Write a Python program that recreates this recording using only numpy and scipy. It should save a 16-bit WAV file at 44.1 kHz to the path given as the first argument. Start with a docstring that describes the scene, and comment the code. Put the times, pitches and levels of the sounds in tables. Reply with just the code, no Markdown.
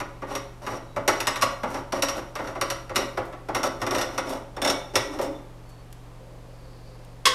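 """The locking ring of a cast-metal meat grinder, clogged with paste, is unscrewed by hand.
At each turn it scrapes along its thread and knocks in its play, shaking barrel and housing; it rings
more freely as it comes loose. It is lifted off, carried aside and set down with a sharp clank.
One microphone in a small bare room, walls close by; mains hum and room rumble lie underneath."""
import sys
import numpy as np
from scipy import signal
from scipy.fft import rfft, irfft
from scipy.io import wavfile
from scipy.ndimage import uniform_filter1d

SR = 44100
rng = np.random.default_rng(int(sys.argv[2]) if len(sys.argv) > 2 else 0)


def file_out(sig):
    """Save sig as 16-bit WAV at sys.argv[1]."""
    # one column per channel
    cols = np.atleast_2d(sig).T
    # limit, then scale
    lim = np.clip(cols, -1, 1)
    pcm = np.round(lim * 32767).astype(np.int16)
    wavfile.write(sys.argv[1], SR, pcm)


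N = 323694
T = np.arange(N) / SR

# the ring knocks in its play: t/s, strength/dB, hardness (0 cushioned by paste, 1 bare metal)
THREAD_KNOCKS = [ (.001, -26.5, .44), (.218, -37.5, 0), (.351, -30.3, .95), (.665, -28.5, .48),
                 (.962, -26.5, .18), (1.078, -10.5, .6), (1.202, -24.3, .88), (1.27, -15.8, .73),
                 (1.358, -26.5, .76), (1.412, -30, .95), (1.421, -14.3, .76), (1.632, -25.5, .18),
                 (1.743, -27.5, .28), (1.922, -23, .42), (2.022, -16.3, .8), (2.085, -24.5, .87),
                 (2.353, -27.5, .58), (2.389, -31.5, .1), (2.47, -32.5, .45), (2.552, -33, .13),
                 (2.612, -20, .68), (2.701, -24.3, .88), (2.893, -33, .2), (2.958, -16.5, .87),
                 (3.172, -24.8, .24), (3.324, -40.5, .2), (3.485, -30.5, .13), (3.547, -18.3, .53),
                 (3.631, -21.5, .64), (4.178, -19.8, .52), (4.565, -31.5, .29), (4.955, -13, .76),
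                 (5.188, -25.5, .25)]
# each push slides the ring along its thread: start/s, end/s, rub/dB
THREAD_SCRAPES = [(.268, .396, -35), (.615, .79, -35.5), (1.664, 1.82, -37), (1.93, 2.01, -33),
                  (2.145, 2.21, -33), (2.39, 2.53, -38.5), (2.945, 3.037, -28), (3.55, 3.61, -32),
                  (3.629, 3.68, -24.5), (3.795, 3.85, -35), (3.9, 4.064, -29.5), (4.095, 4.193, -38),
                  (4.25, 4.383, -33), (4.62, 4.733, -27.5), (4.935, 4.96, -34), (5.109, 5.195, -38),
                  (5.197, 5.285, -34), (5.30, 5.416, -51)]
# how each part takes a knock: gain at middling hardness/dB, gain from paste to bare metal/dB,
# rise/s, chatter decay on paste/s, chatter decay on bare metal/s
HOUSING_RESPONSE = (-4.3, -18, .0052, .0125, .0095)
BARREL_RESPONSE = (-3.7, 0, .00074, .025, .019)
RING_RESPONSE = (-8.4, 19, .000067, .0105, .014)

def unscrewing(loose_from_s=3.3, loose_by_s=4.65, usual_rub_db=-35, hiss_db=-49.5, hiss_growth=1.25):
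    """Knocks and scrapes shake the ring at once, the barrel and heavy housing a little more slowly."""
    knocks = list(THREAD_KNOCKS) + judders() + catches()
    rub, hiss = sliding([(start, end, db, hiss_db + hiss_growth * (db - usual_rub_db))
                         for start, end, db in THREAD_SCRAPES])
    thud = np.hypot(knock_force(knocks, HOUSING_RESPONSE), from_db(-1.5) * rub)
    clack = np.hypot(knock_force(knocks, BARREL_RESPONSE, swing=.78), from_db(-9.5) * rub)
    clink = np.hypot(knock_force(knocks, RING_RESPONSE), hiss)
    loose = np.clip((T - loose_from_s) / (loose_by_s - loose_from_s), 0, 1)
    return housing(thud) + barrel(clack, loose) + ring(clink, loose)

# hard pushes on the ring: start/s, end/s, first gap/s, strength/dB, first hardness
HARD_PUSHES = [(3.816, 4.03, .049, -23.3, .42), (4.617, 4.71, .0305, -20, .6)]

def judders(count=8, gap_ratio=.89, hardening=.075):
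    """A hard push sets off a run of knocks: each slip comes sooner and wipes the metal barer."""
    knocks = []
    for start, end, gap, db, hardness in HARD_PUSHES:
        times = start + gap * np.cumsum(np.r_[0, gap_ratio ** np.arange(count)])
        knocks += [(s, db, hardness + k * hardening) for k, s in enumerate(times) if s < end]
    return knocks

def catches(count=8, mean_gap_s=.04, below_rub_db=7, hardness=.65):
    """The sliding ring sticks and slips at uneven gaps: small knocks, strongest in mid-stroke."""
    knocks = []
    for start, end, rub_db in THREAD_SCRAPES:
        gap_jitter, level_jitter = rng.uniform(-1, 1, (count, 2)).T
        times = start + np.cumsum(mean_gap_s * (1 + .5 * gap_jitter))
        push_db = 20 * np.log10(np.abs(np.sin(np.pi * (times - start) / (end - start))) + 1e-3)
        levels_db = rub_db - below_rub_db + push_db + 3 * level_jitter
        knocks += [(s, db, hardness) for s, db in zip(times, levels_db) if s < end]
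    return knocks

def knock_force(knocks, response, swing=1, usual_db=-24):
    """Bare metal excites the ring and keeps it chattering; a cushioned knock leans on the housing."""
    times, db, hardness = np.transpose(knocks)
    part_db, hard_db, rise, cushioned_s, bare_s = response
    hardness = np.clip(hardness, 0, 1)
    levels_db = usual_db + swing * (db - usual_db) + part_db + hard_db * (hardness - .5)
    decays = cushioned_s + (bare_s - cushioned_s) * hardness
    return blows(times, levels_db, decays, rise)

# resonances of the ring, gripped by the thread and nearly free: f/Hz, width/Hz, relative level/dB
SEATED_MODES = [(2870, 60, -6), (2990, 47, -4), (3600, 130, -7), (4610, 230, -11), (5210, 77, -5),
                (5660, 160, 4), (6690, 40, -7), (7200, 49, -13), (7870, 44, -11), (8720, 230, -11),
                (9740, 84, -15), (10700, 74, -9), (11450, 170, -13), (12620, 73, -10), (13100, 96, -16)]
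LOOSE_MODES = [(2230, 32, -3), (2985, 39, 0), (3560, 130, 0), (5210, 35, 2), (5490, 70, 4), (5710, 200, -2),
               (6690, 62, -8), (7870, 110, -11), (8680, 240, -11), (11400, 60, -12), (13200, 120, -17)]
# the ring's dense, overlapping modes: f/Hz, relative level/dB
CLINK_SPECTRUM = [(1000, -45), (2000, 10), (2350, 4), (2750, 10), (3250, -1.5), (3800, 7.5), (5000, -1.5),
                  (5800, -9), (7100, -7), (8700, -4), (10000, -12), (11400, -2), (12100, -22),
                  (13200, -10.5), (15500, -62)]

def ring(force, loose):
    """The ring clinks; its gripped modes give way to freer ones as it comes loose."""
    seated = metal(force * np.sqrt(1 - loose), SEATED_MODES, CLINK_SPECTRUM, dense_db=-2.5, spread_db=4)
    freed = metal(force * np.sqrt(loose), LOOSE_MODES, CLINK_SPECTRUM, dense_db=-4.5, spread_db=1.5)
    return seated + freed

# resonances of the barrel: f/Hz, width/Hz, relative level/dB
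BARREL_MODES = [(1020, 35, 1), (1148, 146, 5), (1331, 136, 3.5), (1454, 58, -10), (1644, 86, -7.5),
                (1850, 39, 0.5), (1992, 47, -4), (2164, 23, -11.5)]
# its dense modes: f/Hz, relative level/dB
CLACK_SPECTRUM = [(400, -18.5), (800, -4.5), (1100, -10.5), (1450, -9.5), (2150, -5.5), (2350, -23),
                  (2800, -31), (5000, -1)]

def barrel(force, loose, loose_db=-3):
    """The barrel clacks; a loose ring passes less of each knock to it."""
    passed = force * from_db(loose_db * loose)
    clack = metal(passed, BARREL_MODES, CLACK_SPECTRUM, dense_db=-7, spread_db=2.2)
    return butterworth(clack, 2, 3100)

# resonances of the housing and its stand: f/Hz, width/Hz, relative level/dB
HOUSING_MODES = [(130, 23, -9), (274, 15, -0.5), (348.6, 56, 1), (405, 48, -4.5), (544.6, 59, 3),
                 (575, 80, -2), (646, 50, -21.5), (708, 23, -5.5), (950, 40, -29)]
# their dense modes: f/Hz, relative level/dB
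THUD_SPECTRUM = [(40, -17), (100, 0), (210, -49), (280, -2), (600, 0.5), (900, 12), (1300, -50),
                 (3000, -29)]

def housing(force):
    """The heavy housing thuds with little treble, and grumbles as the ring drags on its last turn."""
    thud = metal(force, HOUSING_MODES, THUD_SPECTRUM, dense_db=-7.5, spread_db=1.8)
    drag = from_db(-43.5) * stroke(4.96, 5.42) * grit(per_s=2000, spread_db=0)
    grumble = through(drag, colour([(200, -30.5), (280, 4.5), (340, 2), (450, -13), (1000, -48)]))
    return butterworth(thud + grumble, 2, 1200)

# brief notes of the sliding ring: start/s, end/s, f/Hz, level/dB
SUNG_NOTES = [(.78, 1.0, 3880, -71), (4.67, 4.72, 5480, -30.5), (4.76, 4.91, 3564, -55),
              (5.33, 5.38, 3537, -57), (5.62, 5.86, 4468, -69)]

def singing():
    """Friction holds one mode of the ring going, a little unsteadily."""
    notes = np.zeros(N)
    for start, end, hz, db in SUNG_NOTES:
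        waver = slow_noise(700)
        phase = 2 * np.pi * np.cumsum(hz + 14 * waver) / SR
        notes += from_db(db + 1.8 * waver) * stroke(start, end) ** 2 * np.sin(phase)
    return np.sqrt(2) * notes

# the ring lands on one edge, then the other: t/s, level/dB, chatter decay/s
EDGE_CONTACTS = [(7.2542, -12.6, 0.01), (7.2672, -18.8, 0.018)]
# dense modes of the crash: f/Hz, relative level/dB
CRASH_SPECTRUM = [(120, -56), (200, -27), (437, -19.5), (506, -24.5), (906, -23.5), (1090, -5.5),
                  (1230, -18.5), (2130, -10), (2420, -22), (2600, -13), (4920, -13.5), (10000, -24.5),
                  (15500, -35)]
# modes of the free ring, and the note of the second contact: f/Hz, relative level/dB, t60/s
FREE_MODES = [(511, -32, .8), (1545, -28, .3), (1770, -25, .17), (1943, -23, .17), (2169, -20, .17),
              (2600, -18, .1), (2810, -25, .16), (3313, -16, .12), (3399, -12, .085), (3714, -23, .18),
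              (4802, -38, .8), (5066, -19, .11), (5300, -22, .11), (6525, -28, .16), (9814, -27, .09)]
HOLLOW_NOTE = [(1085, -10, .1)]

def landing():
    """The free ring crashes down: a bright clank, then a hollow note as it drops flat."""
    times, levels_db, decays = np.transpose(EDGE_CONTACTS)
    force = blows(times, levels_db, decays, rise=.00058) * grit(per_s=8300, spread_db=-2)
    crash = through(force, colour(CRASH_SPECTRUM))
    ringing = from_db(-3.2) * struck(times[0], FREE_MODES, rise=.0007)
    return crash + ringing + struck(times[1], HOLLOW_NOTE, rise=.0013)

# lumps of paste tear off: t/s, level/dB, decay/s
PASTE_TEARS = [(1.70, -50, 0.045), (2.165, -52, 0.02), (3.25, -56, 0.026), (4.29, -41, 0.03),
               (5.213, -39, 0.018), (5.69, -58, .02), (5.9257, -46.5, 0.0044), (7.046, -58, .005)]
# their crackle: f/Hz, relative level/dB
PASTE_SPECTRUM = [(500, -21), (2000, -6), (5000, -8), (8700, -8), (11300, -9), (13200, -8), (15500, -16)]

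def paste(below_rub_db=25):
    """Paste lets go of metal and skin in sticky ticks, and crackles in the turning thread."""
    tears = blows(*np.transpose(PASTE_TEARS), rise=.0004)
    smear = sum(from_db(db - below_rub_db) * stroke(start, end) for start, end, db in THREAD_SCRAPES)
    return through(np.hypot(tears, smear) * grit(per_s=6000, spread_db=6.5), colour(PASTE_SPECTRUM))

# fingers on the carried ring: start/s, end/s, low rub/dB, skin hiss/dB
FINGER_RUBS = [(6.08, 6.55, -58, -80), (6.45, 7.15, -61, -68)]

def handling():
    """Skin slides softly over the smeared ring."""
    rub, hiss = sliding(FINGER_RUBS)
    dull = colour([(250, -23), (520, 10), (800, -10), (2000, -40)])
    bright = colour([(3000, -25), (4600, 6), (7000, -24)])
    low_rub = through(rub * grit(per_s=3900, spread_db=2), dull)
    return low_rub + through(hiss * rng.standard_normal(N), bright)

# decay of the small bare room: f/Hz, t60/s
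REVERB_TIMES = [(150, 0.44), (500, 0.66), (1000, 0.54), (2800, 0.51), (7000, 0.38), (14000, 0.64)]
# its reverberation at the microphone: f/Hz, level against the direct sound/dB
REVERB_LEVELS = [(150, 2), (600, -3), (2500, -5.5), (6000, -7), (14000, -13.5)]

def room(sound, bands=12, first_echo_s=.004):
    """Close walls answer within milliseconds, and each band dies away at its own rate."""
    t = T[:SR * 3 // 4]
    edges = np.geomspace(60, 16000, bands + 1)
    onset = np.clip((t - first_echo_s) / .0027, 0, 1)
    tail = 0
    for low, high in zip(edges, edges[1:]):
        hz = np.sqrt(low * high)
        band = butterworth(rng.standard_normal(len(t)), 2, [low, high], "band")
        fade = from_db(-60 * t / at_hz(REVERB_TIMES, hz))
        gain = np.sqrt(2 * (high - low) / SR) * from_db(at_hz(REVERB_LEVELS, hz))
        tail += gain * unit_energy(band * onset * fade)
    return through(sound, tail)

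# room tone at the microphone: f/Hz, relative level/dB
RUMBLE_SPECTRUM = [(12, -32), (20, -9.5), (59, -4.5), (85, -17.5), (101, -17.5), (123, -13.5), (145, -17.5),
                   (292, -10.5), (317, -13.5), (554, -14), (655, -16.5), (1150, -19.5), (1390, -24.5),
                   (4760, -34.5), (15800, -43)]

def room_tone(above_bass_db=-53):
    """The room rumbles steadily under a faint hiss."""
    air = through(rng.standard_normal(N), colour(RUMBLE_SPECTRUM))
    above_bass = butterworth(air, 4, 200, "high")
    return from_db(above_bass_db) * air / np.std(above_bass)

# tones of the hum: f/Hz, level/dB
HUM_TONES = [(27, -50), (50, -55), (120, -49.5), (166, -59)]

def hum():
    """Mains hum and low tones beside it, each wavering slightly."""
    tones = np.zeros(N)
    for hz, db in HUM_TONES:
        wander = np.cumsum(rng.standard_normal(N)) / np.sqrt(SR)
        tones += from_db(db) * np.sin(2 * np.pi * hz * T + 60 / hz * wander)
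    return np.sqrt(2) * tones

def metal(force, peaks, spectrum, dense_db, spread_db, size=8192):
    """A metal part under a gritty force: clear resonances over a bed of dense modes."""
    t = T[:size]
    modes = np.array([from_db(db) * width * np.exp(-np.pi * width * t) * np.cos(2 * np.pi * hz * t)
                      for hz, width, db in peaks])
    modes /= np.linalg.norm(modes.sum(axis=0))
    # the point of contact wanders round the rim, favouring odd and even modes in turn
    favour = from_db(2 * slow_noise(5000))
    contacts = force * grit(per_s=6000, spread_db=spread_db) / np.sqrt(np.mean(favour ** 2))
    even = through(contacts * favour, modes[::2].sum(axis=0))
    odd = through(contacts / favour, modes[1::2].sum(axis=0))
    dense = through(force * grit(per_s=6000, spread_db=spread_db), colour(spectrum))
    return (even + odd + from_db(dense_db) * dense) / np.hypot(1, from_db(dense_db))

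def struck(start, modes, rise):
    """Modes set ringing by one contact."""
    t = np.maximum(T - start, 0)
    ringing = sum(rng.choice([-1, 1]) * from_db(db - 60 * t / t60) * np.sin(2 * np.pi * hz * t)
                  for hz, db, t60 in modes)
    return ringing * (1 - np.exp(-t / rise))

def blows(times, levels_db, decays, rise):
    """Each blow builds up and chatters away; gentle ones, cushioned by paste, swell more slowly."""
    power = np.zeros(N)
    for s, db, decay in zip(times, levels_db, decays):
        start = max(int(s * SR), 0)
        t = T[:min(N - start, SR // 4)]
        swell_s = rise * from_db(.46 * (max(levels_db) - db))
        shape = (1 - np.exp(-t / swell_s)) ** 2 * np.exp(-t / max(decay, .002))
        power[start:start + len(t)] += (from_db(db) * shape / shape.max()) ** 2
    return np.sqrt(power)

def sliding(strokes):
    """Force of sliding contact, low rub and hiss; it catches and slips unevenly."""
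    rub = sum(from_db(db) * stroke(start, end) for start, end, db, _ in strokes)
    hiss = sum(from_db(db) * stroke(start, end) for start, end, _, db in strokes)
    catch = from_db(1.9 * slow_noise(400))
    return rub * catch, hiss * catch

def stroke(start, end):
    """A rounded swell of sliding force."""
    return np.sqrt(np.abs(np.sin(np.pi * np.clip((T - start) / (end - start), 0, 1))))

def grit(per_s, spread_db):
    """Tiny contacts of uneven size at random moments; unit power."""
    sizes = from_db(spread_db * np.minimum(rng.exponential(1, N), 3)) * rng.choice([-1, 1], N)
    return unit_power(sizes * (rng.random(N) < per_s / SR))

def slow_noise(samples):
    """A random waver, smoothed over so many samples; unit power."""
    return unit_power(uniform_filter1d(rng.standard_normal(N), size=samples))

def colour(spectrum, size=8192):
    """Causal (minimum-phase) response with the given spectral shape."""
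    gains = from_db(at_hz(spectrum, np.fft.rfftfreq(size, 1 / SR)))
    cepstrum = irfft(np.log(gains))
    cepstrum[1:size // 2] *= 2
    cepstrum[size // 2 + 1:] = 0
    return unit_energy(irfft(np.exp(rfft(cepstrum))))

def at_hz(points, hz):
    """Read a table on a log-frequency axis."""
    f, value = np.transpose(points)
    return np.interp(np.log(np.maximum(hz, 1)), np.log(f), value)

def through(x, response):
    return signal.fftconvolve(x, response)[:N]

def butterworth(x, order, hz, kind="low"):
    return signal.sosfilt(signal.butter(order, hz, kind, fs=SR, output="sos"), x)

def from_db(db):
    return 10 ** (np.asarray(db) / 20)

def unit_power(x):
    return x / np.sqrt(np.mean(x ** 2) + 1e-20)

def unit_energy(response):
    return response / np.sqrt(np.sum(response ** 2) + 1e-20)

def scene():
    """Grinder, ring and paste reach the microphone directly and off the walls, in mono."""
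    work = unscrewing() + singing() + paste() + handling()
    clank = landing()
    reverb = room(work + from_db(-.5) * clank)
    return (work + clank + reverb + room_tone() + hum())[None]

def record(dry, mic_top_hz=13400, cutoff_hz=15900):
    """The microphone loses the highest treble, peaks are rounded, the top is cut."""
    heard = butterworth(dry, 4, mic_top_hz)
    rounded = 1.301 * np.tanh(heard / 1.106)
    return signal.sosfilt(signal.ellip(10, .1, 80, cutoff_hz, fs=SR, output="sos"), rounded)

dry = scene()
out = record(dry)
file_out(out)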